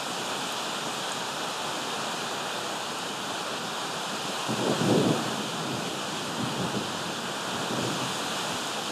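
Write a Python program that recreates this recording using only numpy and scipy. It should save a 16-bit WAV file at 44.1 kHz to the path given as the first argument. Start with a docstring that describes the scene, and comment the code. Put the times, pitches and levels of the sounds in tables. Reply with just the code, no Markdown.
"""A thunderstorm at a screened window, the same sound in both channels.
From the start, wind rumbles and roars in trees (drifting filtered noise) and dense rain hisses on roofs
and leaves (noise with a grain of impulses). From 0.26 s five drops tick on the screen (decaying modes).
From 4.5 s far thunder rolls in several peals: filtered noise and impulses under clap and echo envelopes."""
import sys
import numpy as np
from scipy import signal
from scipy.fft import rfft, irfft, next_fast_len
from scipy.io import wavfile
from scipy.ndimage import uniform_filter1d, map_coordinates

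SR = 44100
rng = np.random.default_rng(int(sys.argv[2]) if len(sys.argv) > 2 else 0)


def store_wav(level_fs):
    """Save 16-bit WAV to argv[1]."""
    pcm = np.round(np.clip(np.atleast_2d(level_fs), -1, 1) * 32767)
    wavfile.write(sys.argv[1], SR, pcm.T.astype(np.int16))


N = 392931

# Thunder claps: onset t/s, rise t/s, hold t/s, boom level/dB,
# crackle level relative to boom/dB, deepest rumble level relative to boom/dB
CLAPS = [(4.479, 0.013, .02, -31, -3, -30), (4.546, 0.13, 0.043, -29.5, 1.5, -28),
         (4.774, .04, 0.066, -30, -5, -24), (4.865, 0.036, 0.047, -25.5, 0, -26),
         (4.962, 0.016, 0.034, -24.5, -1.5, -28), (5.055, 0.022, 0.027, -26, -1.5, -28),
         (5.135, .01, .02, -36, -4, -23), (5.66, .04, 0.069, -37, -4, -18),
         (5.815, 0.037, .04, -37.5, -2, -17), (6.38, .02, 0.039, -32, -10, -18),
         (6.547, 0.056, 0.063, -32.5, -5, -19), (6.733, 0.013, 0.017, -32, -2, -20),
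         (7.058, .02, .02, -45, 3, -18), (7.5, 0.046, .08, -40, -5, -16),
         (7.695, 0.018, .03, -33.5, -3, -24), (7.761, .03, .06, -31.5, -3.5, -17),
         (7.867, .015, .03, -35.5, -11, -24), (8.008, 0.014, 0.015, -34, -13, -28),
         (8.48, .02, .03, -40.5, -4, -13)]
# Drops striking the screen: t/s, level/dB, extra level of the top mode/dB
SCREEN_DROPS = [(.2613, -34, -8), (.5237, -35, 7), (1.1183, -24, -22), (2.9855, -37, 0), (8.6715, -32, -8)]
# Resonant modes of the screen mesh: f/Hz, level/dB, 60 dB decay time t/s
SCREEN_MODES = [(5300, -6, .008), (6700, 0, .03), (7400, -4, .015), (8100, -2, .022), (12500, -6, .01)]
# Course of the storm: t/s, tree roar level/dB, rain level/dB
STORM_COURSE = [(0.0, -35, -36.5), (0.8, -34.5, -36.5), (1.5, -34.5, -37), (2.0, -34, -37), (3.1, -36, -38),
                (4.0, -35, -37.5), (4.8, -34, -35.5), (5.3, -34.5, -37), (5.7, -36, -38), (6.6, -35, -37.7),
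                (7.1, -35.8, -38), (7.5, -34, -37.5), (7.9, -34.2, -36), (8.4, -33.5, -35.5),
                (8.91, -35.5, -36.5)]

# Spectral shapes, each later scaled to rms 1: f/Hz, relative level/dB
# Thunder: main boom, crackle above it, deepest rumble below it
BOOM_SPECTRUM = [(25, -42), (50, -44), (90, -43), (120, -1.5), (220, 3.5), (320, -6.5), (500, -46),
                 (900, -70)]
CRACKLE_SPECTRUM = [(200, -50), (320, 2.5), (420, 3), (600, -2), (850, -8), (1200, -26), (1800, -60)]
DEPTH_SPECTRUM = [(15, -50), (30, -17), (70, -10), (100, 12), (130, -12), (200, -45)]
# Rain: body of the hiss, and treble fizz
RAIN_SPECTRUM = [(1260, -42), (2150, -15.5), (2470, -4), (2740, -5.5), (2980, -2), (3540, -3), (4380, -8.5),
                 (4880, -8.5), (5980, -14), (6560, -12), (7000, -11.5), (9100, -28), (15400, -120)]
FIZZ_SPECTRUM = [(3820, -28), (6500, -5), (9240, -6), (10100, -11), (12900, -16), (13500, -16)]
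# Wind: low rumble round the houses, and roar of the trees
LOW_WIND_SPECTRUM = [(15, -70), (30, -46), (65, -25), (90, -14.5), (140, -1.5), (200, 1.5), (300, 0.5),
                     (500, -6), (900, -69)]
TREES_SPECTRUM = [(120, -60), (250, -24.5), (400, -9), (560, -7.5), (810, -5), (1100, -7), (1450, -7.5),
                  (1750, -13.5), (2100, -24), (2600, -68)]

CLAP_T60_S = 0.34  # fall of a clap after its hold
ECHO_DB, ECHO_T60_S = -15, 7.2  # echoes rolling on after each clap
ECHO_CRACKLE_DB, ECHO_DEPTH_DB = -2, 1  # echoes lose crackle and keep the depth
FIZZ_DB, FIZZ_GROWS = -45.5, 1.4  # level at mean rainfall; dB of fizz per dB of rain
LOW_WIND_DB = -42
BAND_LIMIT_HZ = 13650


def thunder():
    """Superposition: shock fronts from each bend of a long far channel, scattered into noise on the way."""
    boom_gain, crackle_gain, depth_gain = clap_gains()
    fronts = impacts(per_s=400, spread_db=2.0) + 2.0 * rng.standard_normal(N)
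    flutter = amp(0.53 * wobble(30))  # bends arrive in bunches
    boom = boom_gain * coloured(fronts, BOOM_SPECTRUM)
    crackle = crackle_gain * coloured(fronts, CRACKLE_SPECTRUM)
    depth = depth_gain * coloured(fronts, DEPTH_SPECTRUM)
    return flutter * (boom + crackle + depth)


def clap_gains():
    """Incoherent addition: claps and their decaying echoes add in power, for boom, crackle and depth."""
    power, t = np.zeros((3, N)), np.arange(N) / SR
    echo_balance = amp([[0], [ECHO_CRACKLE_DB], [ECHO_DEPTH_DB]])
    for onset_s, rise_s, hold_s, boom_db, crackle_db, depth_db in CLAPS:
        rise = np.clip((t - onset_s) / rise_s, 0, 1)
        after_s = np.maximum(t - onset_s - rise_s - hold_s, 0)
        clap = amp(-60 * after_s / CLAP_T60_S)
        echo = amp(ECHO_DB - 60 * after_s / ECHO_T60_S) * echo_balance
        strength = rise * amp(boom_db) * amp([[0], [crackle_db], [depth_db]])
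        power += strength ** 2 * (clap ** 2 + echo ** 2)
    return np.sqrt(power)


def screen_drops():
    """Modal excitation: each near drop briefly rings the mesh; small hard drops reach its top mode."""
    out, t = np.zeros(N + SR), np.arange(SR // 20) / SR
    hz, mode_db, t60_s = np.transpose(SCREEN_MODES)[:, :, None]
    for onset_s, drop_db, bright_db in SCREEN_DROPS:
        # each strike excites the modes a little differently
        strength_db = mode_db + rng.normal(0, 1.5, hz.shape) + bright_db * (hz == hz.max())
        modes = amp(strength_db - 60 * t / t60_s) * np.sin(2 * np.pi * hz * t)
        # differenced noise: a treble tick that falls 60 dB in 5 ms
        tick = amp(bright_db + 1 - 60 * t / .005) * np.diff(rng.standard_normal(len(t) + 1))
        onset = 1 - np.exp(-t / .0003)
        out[round(onset_s * SR):][:len(t)] += amp(drop_db) * onset * (modes.sum(axis=0) + tick)
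    return out[:N]


def rain(rain_db):
    """Dense random impacts: far drops blur into hiss; nearer ones leave a grain, most of all in the treble."""
    fizz_db = FIZZ_DB + FIZZ_GROWS * (rain_db - rain_db.mean())
    sheets = wobble(7)  # the fall comes in sheets, shared by both bands
    near = impacts(per_s=1500, spread_db=3)
    body = coloured(patchy(patchy_db=0.82) + 0.25 * near, RAIN_SPECTRUM)
    fizz = coloured(patchy(patchy_db=1.0) + 0.34 * near, FIZZ_SPECTRUM)
    return amp(rain_db + 0.17 * sheets) * body + amp(fizz_db + 0.27 * sheets) * fizz


def wind(trees_db):
    """Turbulent noise: air rumbling round the houses, and the roar of shaken trees."""
    low_db = LOW_WIND_DB + 0.57 * wobble(9) + 0.47 * wobble(1.94)
    low = amp(low_db) * coloured(patchy(patchy_db=1.84), LOW_WIND_SPECTRUM)
    roar_db = trees_db + 0.45 * wobble(10)
    roar = amp(roar_db) * coloured(patchy(patchy_db=0.1), TREES_SPECTRUM)
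    return low + roar


def impacts(per_s, spread_db):
    """Random arrivals: scattered impulses of either sign, many small, some larger, up to a largest size."""
    chance, size, sign = rng.random(N), rng.exponential(size=N), rng.standard_normal(N)
    strength = amp(spread_db * np.minimum(size, 3.5))
    return unit((chance < per_s / SR) * strength * np.sign(sign))


def patchy(patchy_db):
    """Non-stationary noise: white, with gain drifting in small patches of time and frequency; rms 1."""
    z = signal.stft(rng.standard_normal(N), nperseg=512)[2]
    field = uniform_filter1d(rng.standard_normal(z.shape), size=7, axis=0)  # smooth over frequency
    field = uniform_filter1d(field, size=12, axis=1)  # smooth over time
    return unit(signal.istft(z * amp(patchy_db * unit(field)), nperseg=512)[1][:N])


def coloured(x, spectrum):
    """Spectral shaping: x filtered by levels interpolated along log frequency; rms 1."""
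    f, db = np.transpose(spectrum)
    return unit(filtered(x, lambda hz: amp(np.interp(np.log(hz + 1), np.log(f), db))))


def filtered(x, response):
    """Linear filtering: the spectrum of x times a response of frequency."""
    m = next_fast_len(N + 8192)  # zero padding past the end
    return irfft(rfft(x, m) * response(np.fft.rfftfreq(m, 1 / SR)), m)[..., :N]


def wobble(rate):
    """Slow random modulation: a smooth curve through rate random knots a second, at most 60."""
    knots = rng.standard_normal(int(N / SR * 60) + 4)
    return map_coordinates(knots, [np.arange(N) * min(rate, 60) / SR])


def curves(rows):
    """Linear interpolation: one value per sample for each column after the time."""
    s, *cols = np.transpose(rows)
    return [np.interp(np.arange(N) / SR, s, c) for c in cols]


def unit(x):
    """Normalization to rms 1."""
    return x / np.sqrt(np.mean(x ** 2) + 1e-20)


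def amp(db):
    """Logarithmic level: dB to amplitude gain."""
    return 10 ** (np.asarray(db) / 20)


def scene():
    """Linear superposition at one microphone, which feeds both channels."""
    trees_db, rain_db = curves(STORM_COURSE)
    mono = thunder() + screen_drops() + rain(rain_db) + wind(trees_db)
    return np.array([mono, mono])


def record(dry):
    """Band limitation: nothing passes from the band limit upwards."""
    return filtered(dry, lambda hz: hz < BAND_LIMIT_HZ)


dry = scene()
out = record(dry)
store_wav(out)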